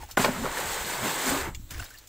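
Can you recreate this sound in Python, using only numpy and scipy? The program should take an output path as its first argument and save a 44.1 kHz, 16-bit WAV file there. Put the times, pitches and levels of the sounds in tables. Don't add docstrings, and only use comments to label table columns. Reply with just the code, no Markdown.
import sys
import numpy as np
from scipy import signal
from scipy.fft import rfft, irfft
from scipy.io import wavfile
from scipy.ndimage import uniform_filter1d

SR = 44100
rng = np.random.default_rng(int(sys.argv[2]) if len(sys.argv) > 2 else 0)


def linear_from_db(decibels):
    return 10 ** (np.asarray(decibels, float) / 20)


def waveform_to_disk(signal):
    frames = np.transpose(np.atleast_2d(signal))
    scaled = np.clip(frames, -1, 1) * 32767
    samples = np.round(scaled).astype(np.int16)
    wavfile.write(sys.argv[1], SR, samples)


N = 92036


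def level(x, db):
    return x * linear_from_db(db) / np.sqrt(np.mean(x ** 2))


def high(x, hz):
    return signal.sosfilt(signal.butter(4, hz, "high", fs=SR, output="sos"), x)


def colour(x, points):
    hz, db = np.array(points, float).T
    log_hz = np.log(np.maximum(np.arange(N // 2 + 1) * SR / N, 1))
    gain = linear_from_db(np.interp(log_hz, np.log(hz), db, left=-60, right=-60))
    return level(irfft(rfft(x) * gain, N), 0)


def curve(table, col, rest=-120):
    rows = np.array(table, float)
    return np.interp(np.arange(N) / SR, rows[:, 0], rows[:, col], left=rest, right=rest)


def walk(rate_hz):
    hold = int(SR / rate_hz)
    steps = np.repeat(rng.standard_normal(size=4000), hold)[:N + hold]
    return 1.22 * uniform_filter1d(uniform_filter1d(steps, hold), hold)[:N]


def ring(x, hz, t60_s):
    pole = np.exp(2j * np.pi * hz / SR - np.log(1000) / (max(t60_s, .002) * SR))
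    return signal.lfilter([1], [1, -pole], x).imag


def grains(per_s, spread_db, smear_s):
    draw = rng.random((N, 2))
    size = linear_from_db(2 * spread_db * np.minimum(-np.log(1 - draw[:, 1]), 5.0))
    clicks = (draw[:, 0] < per_s / SR) * size
    power = signal.lfilter([1], [1, -np.exp(-1 / (smear_s * SR))], clicks)
    return np.sqrt(power + 1e-9) * rng.standard_normal(N)


ATTACK_S = .0008


def burst(length_s, tail_s, tail_db, size=8192):
    t = np.arange(size) / SR
    hold = np.exp(-(t / length_s) ** 2)
    scatter = linear_from_db(tail_db) * np.exp(-t / tail_s)
    return np.minimum(t / ATTACK_S, 1) * (hold + scatter) * np.tanh(2 * rng.standard_normal(size))


def add(out, start_s, x, peak_db):
    i = int(start_s * SR)
    x = x[:N - i]
    out[i:i + len(x)] += x * linear_from_db(peak_db) / np.abs(x).max()


# start_s, level_db
WIND_GUSTS = [(0, -44), (.035, -41.5), (.09, -56.5), (.24, -43), (.36, -45.5), (.5, -43), (.55, -54),
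              (.69, -45), (.8, -50.5), (1.1, -62.5), (1.25, -54.5), (1.43, -40.5), (1.54, -46.5),
              (1.6, -43.5), (1.69, -49), (1.79, -36.5), (1.87, -56.5), (2.09, -59)]
# freq_hz, level_db (per Hz)
GUST_TONE = [(15, 4.5), (60, 0.5), (100, -4.5), (170, -22), (250, -22.5), (350, -19.5), (600, -80)]
# freq_hz, level_db (per Hz)
AIR_TONE = [(290, -8), (500, -4), (946, -5), (4280, -8), (4870, -14), (7420, -4.5), (9630, -22),
            (12700, -12.5), (16000, -10)]


def outdoors():
    wind_db = curve(WIND_GUSTS, 1) + 2 + 1.1 * walk(15)
    wind = colour(rng.standard_normal(N), GUST_TONE) * linear_from_db(wind_db)
    air = np.zeros(N)
    for hz in 500 * 2 ** np.arange(0, 5.1, .5):
        band = level(ring(rng.standard_normal(N), hz, 4 / hz), 0)
        air += band * np.sqrt(hz) * linear_from_db(3 * walk(22))
    floor = colour(np.diff(air, prepend=0) + air, AIR_TONE) * linear_from_db(-57.5)
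    return wind + buffets() + floor


CRACKLE_SPREAD_DB = 2


def creases():
    per_s, cycles = 60, 11
    pops = np.zeros(N)
    for hz in 700 * 2 ** np.arange(0, 4.4, .33):
        pop = ring(grains(per_s, CRACKLE_SPREAD_DB, smear_s=0.0016), hz, cycles / hz)
        pops += level(pop, 0) * np.sqrt(hz)
    return pops


# start_s, level_db
SHEET_STIRS = [
    [(0, -48.5), (.045, -49.5), (.07, -56.5), (.11, -49), (.135, -54), (.165, -59)],
    [(1.66, -66), (1.702, -57), (1.71, -42), (1.76, -44), (1.81, -44), (1.86, -46.5), (1.9, -53),
     (1.99, -58.5), (2.03, -59.5), (2.09, -69)],
]
# freq_hz, level_db (per Hz)
SHEET_TONE = [(240, -8), (400, -11.5), (687, -12), (921, -13), (1530, -9), (4800, -16), (7750, -16),
              (14800, -24.5), (16000, -3)]


def rustle():
    stir = sum(linear_from_db(curve(rows, 1)) for rows in SHEET_STIRS)
    crackle = level(grains(1100, CRACKLE_SPREAD_DB, smear_s=0.0031), 0) + level(creases(), -6)
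    return colour(crackle, SHEET_TONE) * stir * linear_from_db(0.65 * walk(39.0))


# start_s, peak_db, ring_hz, ring_t60_s, crack_db (re ring)
TICK_EVENTS = [(.002, -42, 918, 0.067, -31), (0.022, -41, 1780, 0.027, -38), (0.036, -42, 810, 0.039, -16),
               (0.087, -42, 910, 0.011, -16), (.111, -30.5, 4600, .004, 4),
               (1.547, -33.5, 7100, 0.0049, -11), (1.707, -30, 6100, 0.0046, 13),
               (1.797, -34.5, 7500, .004, -8), (1.841, -33.5, 5600, .003, 8),
               (1.904, -37.5, 1560, 0.016, -12), (1.938, -41.5, 1770, 0.036, -14),
               (1.951, -45, 2800, .012, -13), (1.974, -41, 4520, 0.0045, -14), (1.984, -40, 4350, .006, 0),
               (2.072, -39.5, 8050, .003, 8)]
# freq_hz, level_db (per Hz)
SNAP_TONE = [(880, -50), (1500, -65), (2340, -7.5), (5600, -3.5), (7030, -1.5), (10700, -13), (14800, -1.5),
             (16000, -14)]


def ticks():
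    out = np.zeros(N)
    for start_s, peak_db, hz, t60_s, crack_db in TICK_EVENTS:
        push = burst(length_s=0.012, tail_s=0.01, tail_db=25.0)
        rung = level(high(ring(push, hz, t60_s), hz / 2), 0)
        crack = colour(np.pad(push, (0, N - len(push))), SNAP_TONE)[:len(push)]
        crack = level(crack, crack_db) * np.sqrt(N / len(push))
        add(out, start_s, rung + crack, peak_db)
    return out


# start_s, peak_db, ring_hz, ring_t60_s
RATTLE_TAPS = [(.0315, -32, 846, 0.042), (.172, -12.5, 1458, 0.036), (.175, -18, 563, 0.014),
               (.2455, -18, 2230, 0.023), (.2465, -19, 4200, 0.0033), (0.4549, -20, 1410, 0.01),
               (1.059, -26.5, 335, .08), (1.264, -27, 400, .06), (1.318, -24.5, 273, .08),
               (1.362, -28.5, 340, .06), (1.47, -29.5, 333, 0.064), (.183, -26, 9560, 0.024),
               (.208, -27, 10030, 0.04), (.216, -22.5, 8130, 0.022), (.558, -36, 1730, 0.038),
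               (.570, -23.5, 1764, 0.038), (1.692, -48, 3690, .015), (1.708, -54, 3840, .015),
               (1.717, -47, 2490, 0.017), (1.724, -43, 1760, 0.026), (1.734, -43, 1510, 0.0092),
               (1.745, -35, 1900, 0.014), (1.751, -41, 2460, .012), (1.765, -39, 1710, .02),
               (1.778, -41, 1610, .015), (1.788, -47, 1360, .012), (1.7955, -31, 1490, 0.032),
               (1.800, -33.5, 2680, 0.012), (1.801, -37, 680, 0.04), (1.815, -40, 4400, 0.013),
               (1.8237, -32, 1570, 0.012), (1.832, -40, 1610, 0.018), (1.841, -40, 1640, .018),
               (1.845, -46, 666, 0.033), (1.857, -48, 1600, .02), (1.862, -41, 3800, 0.013),
               (1.870, -50, 3220, 0.013)]


def rattle():
    out = np.zeros(N)
    for start_s, peak_db, hz, t60_s in RATTLE_TAPS:
        tap = burst(length_s=0.0022, tail_s=0.0025, tail_db=-22.5, size=4096)
        add(out, start_s, high(ring(tap, hz, t60_s), hz / 2), peak_db)
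    return out


WALLS_FROM_HZ = 120
# mode_hz, level_db, t60_s
WALL_MODES = [(147, -31, 0.11), (259, -1, 0.28), (400, -3.5, 0.069), (604, 3, 0.022), (870, 1, 0.019),
              (997, -3.5, 0.028), (1126, -0.5, 0.0084), (1490, -1.5, 0.055), (1833, -4.5, 0.028),
              (2200, -0.5, 0.01), (2800, -11, 0.024), (3800, -15, 0.015), (4630, -11, 0.0087)]


def walls(x, centre_hz=0, patchy_db=0):
    rung = np.zeros(len(x))
    for hz, db, t60_s in WALL_MODES:
        if centre_hz:
            db = db - 3 * np.log2(hz / centre_hz) ** 2
        else:
            db = db + patchy_db * walk(30.71)
        detuned_hz = hz * (1 + 0.04 * rng.standard_normal())
        rung = rung + linear_from_db(db) * ring(x, detuned_hz, t60_s) / np.sqrt(t60_s)
    return high(rung, WALLS_FROM_HZ)


# start_s, drag_db, hiss_db (re drag), panel_load_db (re drag)
DRAG_PULL = [(.171, -25, -8, -12), (.2, -29, -3, -6), (.235, -30, -0.5, -6.5), (.29, -35.5, -4, 4.5),
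             (.34, -37, -5.5, -7.5), (.41, -38, -2.5, 4), (.5, -36.5, -3.5, -11), (.58, -34, -2, -14.5),
             (.72, -35, 0.5, -13.5), (.99, -35.5, 0, -14.5), (1.03, -31.5, -2.5, -2),
             (1.1, -32.5, 0.5, -14), (1.22, -32.5, 0.5, -23), (1.3, -29.5, -1, -10),
             (1.41, -31.5, -4.5, -26), (1.485, -38.5, -8.5, -7.5), (1.52, -54, -4, 7.5),
             (1.57, -58.5, -28, -21)]
# freq_hz, level_db (per Hz)
SCRAPE_TONE = [(120, -72), (200, -45), (248, -3), (430, -1), (520, -5), (937, 0.5), (1950, -4), (3500, -16),
               (4550, -30), (7700, -120)]
# freq_hz, level_db (per Hz)
HISS_TONE = [(1470, 2.5), (2500, -3), (3980, -1.5), (5440, -6.5), (6300, -4.5), (7770, 0.5), (10800, -13),
             (14900, -5.5), (16000, -14)]


def drag():
    grit_per_s, spread_db = 8000, 1
    panel_hz, panel_width_hz = 212, 160
    grit, drag_db = grains(grit_per_s, spread_db, smear_s=0.0011), curve(DRAG_PULL, 1)

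    scrape = colour(grit, SCRAPE_TONE) + level(walls(grit, patchy_db=7.5), -11)
    body = level(scrape, 0) * linear_from_db(drag_db + 1.0 * walk(24.55))

    sheet = level(grains(grit_per_s, spread_db, smear_s=0.0048), 0) + level(creases(), -7.5)
    hiss = colour(sheet, HISS_TONE) * linear_from_db(drag_db + curve(DRAG_PULL, 2, 0) + 1.15 * walk(30.2))

    panel = ring(ring(grit, panel_hz, 2.25 / panel_width_hz), panel_hz, 2.06 / panel_width_hz)
    panel_db = drag_db + curve(DRAG_PULL, 3, 0) + 2.0 * walk(15.25)
    return body + hiss + level(high(panel, WALLS_FROM_HZ), 0) * linear_from_db(panel_db)


# start_s, peak_db, contact_s, hardness_db (treble), centre_hz (walls)
BLOW_EVENTS = [(0.1724, -11.5, 0.0062, -17, 1210), (0.193, -14.5, 0.015, -11, 400),
               (0.243, -13.5, 0.0035, -18, 2180), (0.2458, -10.5, 0.0065, -7, 1160),
               (0.254, -15, 0.0046, -22, 696), (.2585, -17.5, 0.0039, -17, 900),
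               (0.281, -19.5, 0.012, -35, 175), (0.396, -30.5, 0.011, -30, 182),
               (0.436, -23.5, 0.012, -18, 900), (.446, -23.5, 0.011, -25, 450),
               (0.453, -23, 0.004, -12, 1350), (0.462, -20, 0.0047, -14, 805),
               (0.475, -33, 0.011, -32, 143), (1.049, -24.5, 0.024, -30, 327),
               (1.268, -24, 0.023, -27, 323), (1.308, -25.5, 0.016, -29, 254)]


def blows():
    out = np.zeros(N)
    for start_s, peak_db, contact_s, hardness_db, centre_hz in BLOW_EVENTS:
        push = burst(contact_s, tail_s=0.04, tail_db=-12.5)
        strike = np.zeros(len(push))
        strike[int(ATTACK_S * SR)] = 0.73 * np.sqrt(np.sum(push ** 2))
        knock = high(walls(push + strike, centre_hz), centre_hz / 6.0)
        clack = high(ring(push, 2500, 0.002), 2060)
        add(out, start_s, level(knock, 0) + level(clack, hardness_db), peak_db)
    return out


# start_s, peak_db, pitch_hz, length_cycles
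EDDIES = [(0.801, -36, 49.7, 1.5), (1.289, -36, 55.7, 1.7), (1.425, -33, 56, 2.3), (1.478, -31, 93, 2.3),
          (1.569, -31.5, 66, 0.99), (1.593, -38.5, 180, 2), (1.715, -36, 114, 1.55), (1.742, -40, 70, 1.4),
          (1.774, -32, 50.4, 0.78), (1.799, -37, 92, 3.2)]


def buffets():
    out = np.zeros(N)
    for start_s, peak_db, hz, cycles in EDDIES:
        turn = np.arange(int(cycles / hz * SR)) * hz / SR
        swell = np.sin(np.pi * turn / cycles) ** 2
        add(out, start_s, np.sin(2 * np.pi * (turn + rng.random())) * swell, peak_db)
    return out


# mode_hz, level_db, t60_s
RIM_MODES = [(1960, -14, 0.0071), (2380, 6, 0.018), (2820, 4, 0.015), (3400, 6, 0.012), (4380, 3, 0.01),
             (4900, -5, 0.0054), (5800, -11, .004), (7100, 1, 0.008)]


def rim():
    out = np.zeros(N)
    push = burst(length_s=0.0034, tail_s=0.0065, tail_db=1.0)
    snap = sum(level(ring(push, hz, t60_s), db) for hz, db, t60_s in RIM_MODES)
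    add(out, 1.547, high(snap, 2250), -28)
    return out


# freq_hz, unrelated_share (of the time, 0 to 1)
TREBLE_SPREAD = [(4000, 0), (4500, .22), (5400, .45), (6300, .18), (7500, .04), (9000, .4), (11000, .85),
                 (13500, .4), (15500, .2)]


def apart(mid):
    band_hz = 650
    f, _, z = signal.stft(mid, SR, nperseg=1024)
    chance = uniform_filter1d(rng.standard_normal((40, z.shape[1])), size=7, axis=1)
    rank = chance.argsort(axis=1).argsort(axis=1) / z.shape[1]
    centre_hz = f // band_hz * band_hz + band_hz / 2
    share = np.interp(centre_hz, *np.array(TREBLE_SPREAD).T, left=0, right=0)
    is_open = rank[(f / band_hz).astype(int)] < share[:, None]
    random_phase = np.exp(2j * np.pi * rng.random(z.shape))
    return signal.istft(z * is_open * random_phase, SR, nperseg=1024)[1][:N]


def scene():
    mid = rustle() + ticks() + rattle() + drag() + blows() + rim()
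    duck_s, duck_width_s, duck_db = 0.161, 0.008, -8
    dip = np.exp(-((np.arange(N) / SR - duck_s) / duck_width_s) ** 2)
    mid = mid + outdoors() * linear_from_db(duck_db * dip)
    side = high(apart(mid), 4700) * linear_from_db(-3)
    return np.array([mid + side, mid - side])


def band_limit(x):
    return signal.sosfilt(signal.butter(12, 16680, fs=SR, output="sos"), x)


def record(dry):
    top_cut = signal.ellip(10, .2, 70, 15600, fs=SR, output="sos")
    mix = signal.sosfilt(top_cut, dry)
    return band_limit(mix)


dry = scene()
out = record(dry)
waveform_to_disk(out)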